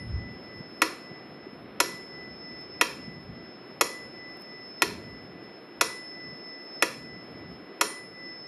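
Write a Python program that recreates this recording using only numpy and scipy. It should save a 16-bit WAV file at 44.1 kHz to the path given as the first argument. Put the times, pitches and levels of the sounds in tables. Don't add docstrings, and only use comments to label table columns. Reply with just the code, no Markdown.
import sys
import numpy as np
from scipy import signal
from scipy.fft import rfft, irfft
from scipy.io import wavfile
from scipy.ndimage import uniform_filter1d

SR = 44100
rng = np.random.default_rng(int(sys.argv[2]) if len(sys.argv) > 2 else 0)


def wrap_up_sound(samples):
    columns = np.atleast_2d(samples).T
    tamed = np.clip(columns, -1, 1)
    steps = np.round(tamed * 32767).astype(np.int16)
    wavfile.write(sys.argv[1], SR, steps)


N = 373527

# start in seconds, upper twin of the lowest
# mode in dB, lower twin in dB, time after the start when the twins first cancel in seconds,
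# second mode in dB, its drift in dB per second, third mode in dB.
BELL_RINGS = [(-.19, -44.5, -47.5, .29, -51, -0.9, -32.5), (.82, -48.5, -56.5, 0.17, -49, -15.5, -68),
              (1.802, -45, -48, 0.27, -50.5, 3.5, -41), (2.812, -48.5, -55, 0.14, -50, -7.5, -68),
              (3.81, -45, -46.5, 0.3, -50, 1, -37), (4.82, -48, -55.5, 0.15, -52, -6.5, -68),
              (5.81, -44.5, -51.5, 0.28, -46.5, 1.5, -35), (6.824, -47, -54.5, .15, -48.5, -9, -66),
              (7.811, -44.5, -46.5, .29, -54.5, 14.5, -30.5)]
# frequency in Hz, relative level in dB.
HISS_SPECTRUM = [(110, -55.5), (170, -12), (240, -7), (350, -2), (500, -8.5), (760, -11.5), (830, -16.5),
                 (1200, -16), (2300, -21), (4300, -32), (4700, -41), (5500, -56.5), (5800, -71),
                 (8300, -59.5), (9800, -46.5), (12000, -45.5), (14000, -61.5)]
# time in seconds, level of the deepest air in dB.
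GUST_LEVELS = [(0.0, -41), (0.16, -28), (0.21, -42.5), (0.52, -62), (0.59, -46), (0.64, -67.5),
               (3.23, -57.5), (3.3, -48.5), (3.35, -67.5), (4.76, -69.5), (4.88, -53), (5.47, -63),
               (5.71, -91), (5.78, -66), (6.16, -73), (6.27, -59.5), (6.67, -100), (6.84, -63),
               (7.62, -58.5), (7.71, -86), (8.0, -70), (8.47, -75)]
# start in seconds, level in dB, frequency in Hz.
AIR_PUFFS = [(0.6, -32, 189), (1.108, -35.5, 175), (1.466, -31.5, 332), (1.527, -36, 264),
             (3.074, -34.5, 210), (3.289, -45, 129), (4.918, -41, 183), (5.424, -36, 350), (7.6, -40, 253)]
# start in seconds, level in dB.
ESCAPEMENT_BLOWS = [(.8182, -6.5), (1.8016, -6.5), (2.8113, -6), (3.81, -6.5), (4.8198, -6), (5.8103, -6.5),
                    (6.8233, -6.5), (7.8106, -7)]
# frequency in Hz, relative level in dB on a tick, relative level in dB on a tock,
# 60 dB decay time in seconds.
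CASE_MODES = [(320, -8.5, -16, 0.18), (369.3, -13, -16, 0.21), (424.5, -10.5, -12.5, 0.17),
              (567, -21, -10, 0.089), (683, -7, -7.5, 0.13), (974.4, -7, -10, 0.15),
              (1096.4, -1.5, -4.5, 0.075), (1270, -11.5, -12.5, 0.044), (1408, -1, -2.5, 0.037),
              (1690, -27, -36.5, .04), (1890, 9.5, -5, 0.049), (1966, 4, -2, 0.079),
              (2190, -6.5, -10.5, 0.072), (2572, 8, 1, 0.011), (2460, -25, -15, 0.038),
              (3300, -12, -6.5, 0.044), (3445, -5.5, -12.5, 0.029), (4104, -10, -9.5, .05),
              (4685, -14.5, -18, 0.042), (5125, -14, -23.5, 0.062), (5368, -3.5, -5, 0.038),
              (6850, -24, -17.5, 0.06), (7600, -26, -18.5, .04), (8740, -15.5, -19.5, 0.034),
              (10875, -3, -12, 0.01), (11330, -27, -13, .04), (11300, -15, -16.5, .05)]
# delay in milliseconds, level in dB.
TOOTH_CONTACTS = [(0, 7.5), (.8, 9.5), (2.9, -5), (4.1, -3.5), (7.6, -18.5), (9.6, -8.5)]
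# frequency in Hz, relative level in dB on a tick,
# relative level in dB on a tock.
RATTLE_SPECTRUM = [(150, -31, -28.5), (300, -6.5, -7.5), (1200, -4, -6.5), (2500, -15.5, -14.5),
                   (3200, -8, -11), (5060, -16.5, -16), (7120, -15, -8.5), (8180, -29, -26.5),
                   (9060, -21.5, -20.5), (11250, -16, -10.5), (13550, -29.5, -36), (14800, -76.5, -56.5)]
# frequency in Hz, relative level in dB, 60 dB decay time in seconds.
ROOM_TAIL = [(151.4, -8, 0.32), (415, 10, 0.5), (730, -6, 0.16), (1030, -7.5, 0.54), (1320, -11, 0.45),
             (1860, -4.5, .4), (2930, -8.5, .42), (4840, 0.5, 0.41), (7900, -7, 0.21), (8200, -19, 0.45),
             (8500, -5, 1), (11900, -5.5, 0.28), (13880, -5, .3), (14800, -15.5, .3)]
# start in seconds, level in dB.
CRACKLE_SNAPS = [(2.612, -59), (4.371, -54.5), (4.3974, -58), (4.4114, -55), (4.4205, -51)]

BELL_LOW_HZ, BELL_MID_HZ, BELL_TOP_HZ = 1995.5, 5244.8, 9449.
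TWIN_GAP_HZ = 3.23
BELL_LOW_T60, BELL_TOP_T60 = 5.65, 0.43
WAVER_HZ, WAVER_PEAK_S, TICK_WAVER_DB, TOCK_WAVER_DB = 2.9, 0.32, 1.5, 0.3
HISS_DB = -47.5
RUSH_DB, RUSH_DB_PER_GUST_DB, CALM_DB = -52.5, 0.43, -64
RECORDER_TOP_HZ = 14900


def undb(db):
    return 10 ** (np.asarray(db) / 20)


def colour(x, hz, db):
    f = np.maximum(np.fft.rfftfreq(len(x), 1 / SR), 1)
    gain = undb(np.interp(np.log(f), np.log(hz), db))
    y = irfft(rfft(x) * gain, len(x))
    return y / np.std(y)


def band(x, lo_hz, hi_hz):
    sos = signal.butter(3, [lo_hz, hi_hz], "bandpass", fs=SR, output="sos")
    y = signal.sosfilt(sos, np.tile(x, 2))[len(x):]
    return y / np.std(y)


def fall(t, t60):
    return (t >= 0) * np.exp(-np.log(1000) * np.maximum(t, 0) / t60)


def walk(rate):
    hold = int(SR / rate)
    held = np.repeat(rng.standard_normal(N // hold + 1), hold)
    slewed = uniform_filter1d(uniform_filter1d(held, hold), hold)
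    return 1.3 * slewed[:N]


def add(out, sound, s):
    i = int(s * SR)
    out[i:i + len(sound)] += sound[:N - i]


def bell(t):
    low_and_top, mid_db = np.zeros(N), np.zeros(N)
    ends = [row[0] for row in BELL_RINGS[1:]] + [N / SR]
    for k, (row, end) in enumerate(zip(BELL_RINGS, ends)):
        s, upper_db, lower_db, cancel_s, db, drift_db, top_db = row
        age = t - s
        upper_phase = 2 * np.pi * BELL_LOW_HZ * age
        lower_phase = upper_phase - 2 * np.pi * TWIN_GAP_HZ * (age - cancel_s)
        twins = undb(upper_db) * np.sin(upper_phase) - undb(lower_db) * np.sin(lower_phase)
        twins = twins * fall(age, BELL_LOW_T60)
        top = undb(top_db) * (1 - fall(age, 0.2)) ** 2 * np.sin(2 * np.pi * BELL_TOP_HZ * age)
        top = top * fall(age, BELL_TOP_T60) * undb(1.9 * walk(40))
        low_and_top += (t < end) * (twins + top)
        depth_db = TICK_WAVER_DB if k % 2 else TOCK_WAVER_DB
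        waver_db = depth_db * np.cos(2 * np.pi * WAVER_HZ * (age - WAVER_PEAK_S))
        mid_db += (age >= 0) * (t < end) * (db + drift_db * age + waver_db)
    mid_db = uniform_filter1d(mid_db, size=SR // 100)
    low_and_top = low_and_top * undb(0.45 * (mid_db - mid_db.mean()))
    flutter = undb(1.5 * walk(30) + 0.77 * walk(370))
    mid = np.sqrt(2) * undb(mid_db) * flutter * np.sin(2 * np.pi * BELL_MID_HZ * t)
    return low_and_top + mid


def ventilation_hiss():
    hiss = colour(rng.standard_normal(N), *np.transpose(HISS_SPECTRUM))
    low = signal.sosfiltfilt(signal.butter(4, 7000, fs=SR, output="sos"), hiss)
    high = hiss - low
    return undb(HISS_DB) * (low * undb(0.44 * walk(7.2)) + high * undb(1.5 * walk(26)))


def gusts(t):
    gust_db = np.interp(t, *np.transpose(GUST_LEVELS))
    throb = walk(11)
    deep = band(rng.standard_normal(N), 55, 122.6)
    deep = deep * undb(gust_db + 2.85 * throb + 1.2 * walk(30))
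    rush_db = RUSH_DB + RUSH_DB_PER_GUST_DB * (np.minimum(gust_db, -48) - CALM_DB)
    rush = band(rng.standard_normal(N), 120, 268)
    rush = rush * undb(rush_db + 2.5 * throb + 1.2 * walk(22))
    return deep + rush


def puffs():
    out = np.zeros(N)
    for s, db, hz in AIR_PUFFS:
        t = np.arange(int(3.2 * SR / hz)) / SR
        add(out, undb(db) * np.hanning(len(t)) * np.sin(2 * np.pi * hz * t), s)
    return out


def case_ring(side, t):
    modes = 0
    for k, (hz, *db, t60) in enumerate(CASE_MODES):
        size = undb(db[side] + 1.2 * rng.standard_normal())
        modes = modes - (-1) ** k * size * fall(t, t60) * np.sin(2 * np.pi * hz * t)
    push = np.zeros(SR // 50)
    for ms, db in TOOTH_CONTACTS:
        push[int(ms * SR / 1000)] = undb(db)
    ring = signal.fftconvolve(modes, push)[:len(t)]
    return ring / np.abs(ring).max()


def room_tail(t, grain):
    hz, db, t60 = np.transpose(ROOM_TAIL)
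    noise = rfft(colour(grain, hz, db))
    octave = np.log2(np.maximum(np.fft.rfftfreq(len(t), 1 / SR), 1))
    out = 0
    for centre in np.arange(7, 14.5, .5):
        share = np.clip(1 - 2 * np.abs(octave - centre), 0, 1)
        decay = fall(t, np.interp(centre, np.log2(hz), t60))
        out = out + irfft(noise * share, len(t)) * decay
    return out * (1 - fall(t, 0.022))


def blow(side, t, grain):
    table = np.transpose(RATTLE_SPECTRUM)
    rattle = fall(t, 0.049) * colour(grain[0], table[0], table[1 + side])
    at_rest = 1. * (t > TOOTH_CONTACTS[-1][0] / 1000 + .0015)
    damping = undb(-4. * uniform_filter1d(at_rest, size=40))
    onset = 1 - fall(t, 0.0024)
    direct = onset * damping * (case_ring(side, t) + undb(-8.0) * rattle)
    direct = signal.sosfilt(signal.butter(4, 270, "highpass", fs=SR, output="sos"), direct)
    echo = signal.fftconvolve(direct[:SR // 160], room_tail(t, grain[1]))[:len(t)]
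    return direct + undb(-34.0) * echo / np.std(echo)


def metronome():
    out, t = np.zeros(N), np.arange(SR // 2) / SR
    shared_grain = rng.standard_normal((2, len(t)))
    for k, (s, db) in enumerate(ESCAPEMENT_BLOWS):
        grain = shared_grain + .5 * rng.standard_normal(shared_grain.shape)
        add(out, undb(db) * blow(k % 2, t, grain), s)
    return out


def crackles():
    out, t = np.zeros(N), np.arange(SR // 50) / SR
    for s, db in CRACKLE_SNAPS:
        snap = fall(t, 0.015) * band(rng.standard_normal(len(t)), 8600, 17000)
        add(out, undb(db) * snap, s)
    return out


def scene():
    t = np.arange(N) / SR
    clockwork = metronome() + bell(t)
    air = ventilation_hiss() + gusts(t) + puffs()
    return (clockwork + air + crackles())[None]


def record(dry):
    mic = signal.sosfilt(signal.butter(2, 55, "highpass", fs=SR, output="sos"), dry)
    mic = signal.sosfilt(signal.butter(4, 13800, fs=SR, output="sos"), mic)
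    return signal.sosfilt(signal.ellip(8, .2, 70, RECORDER_TOP_HZ, fs=SR, output="sos"), mic)


dry = scene()
out = record(dry)
wrap_up_sound(out)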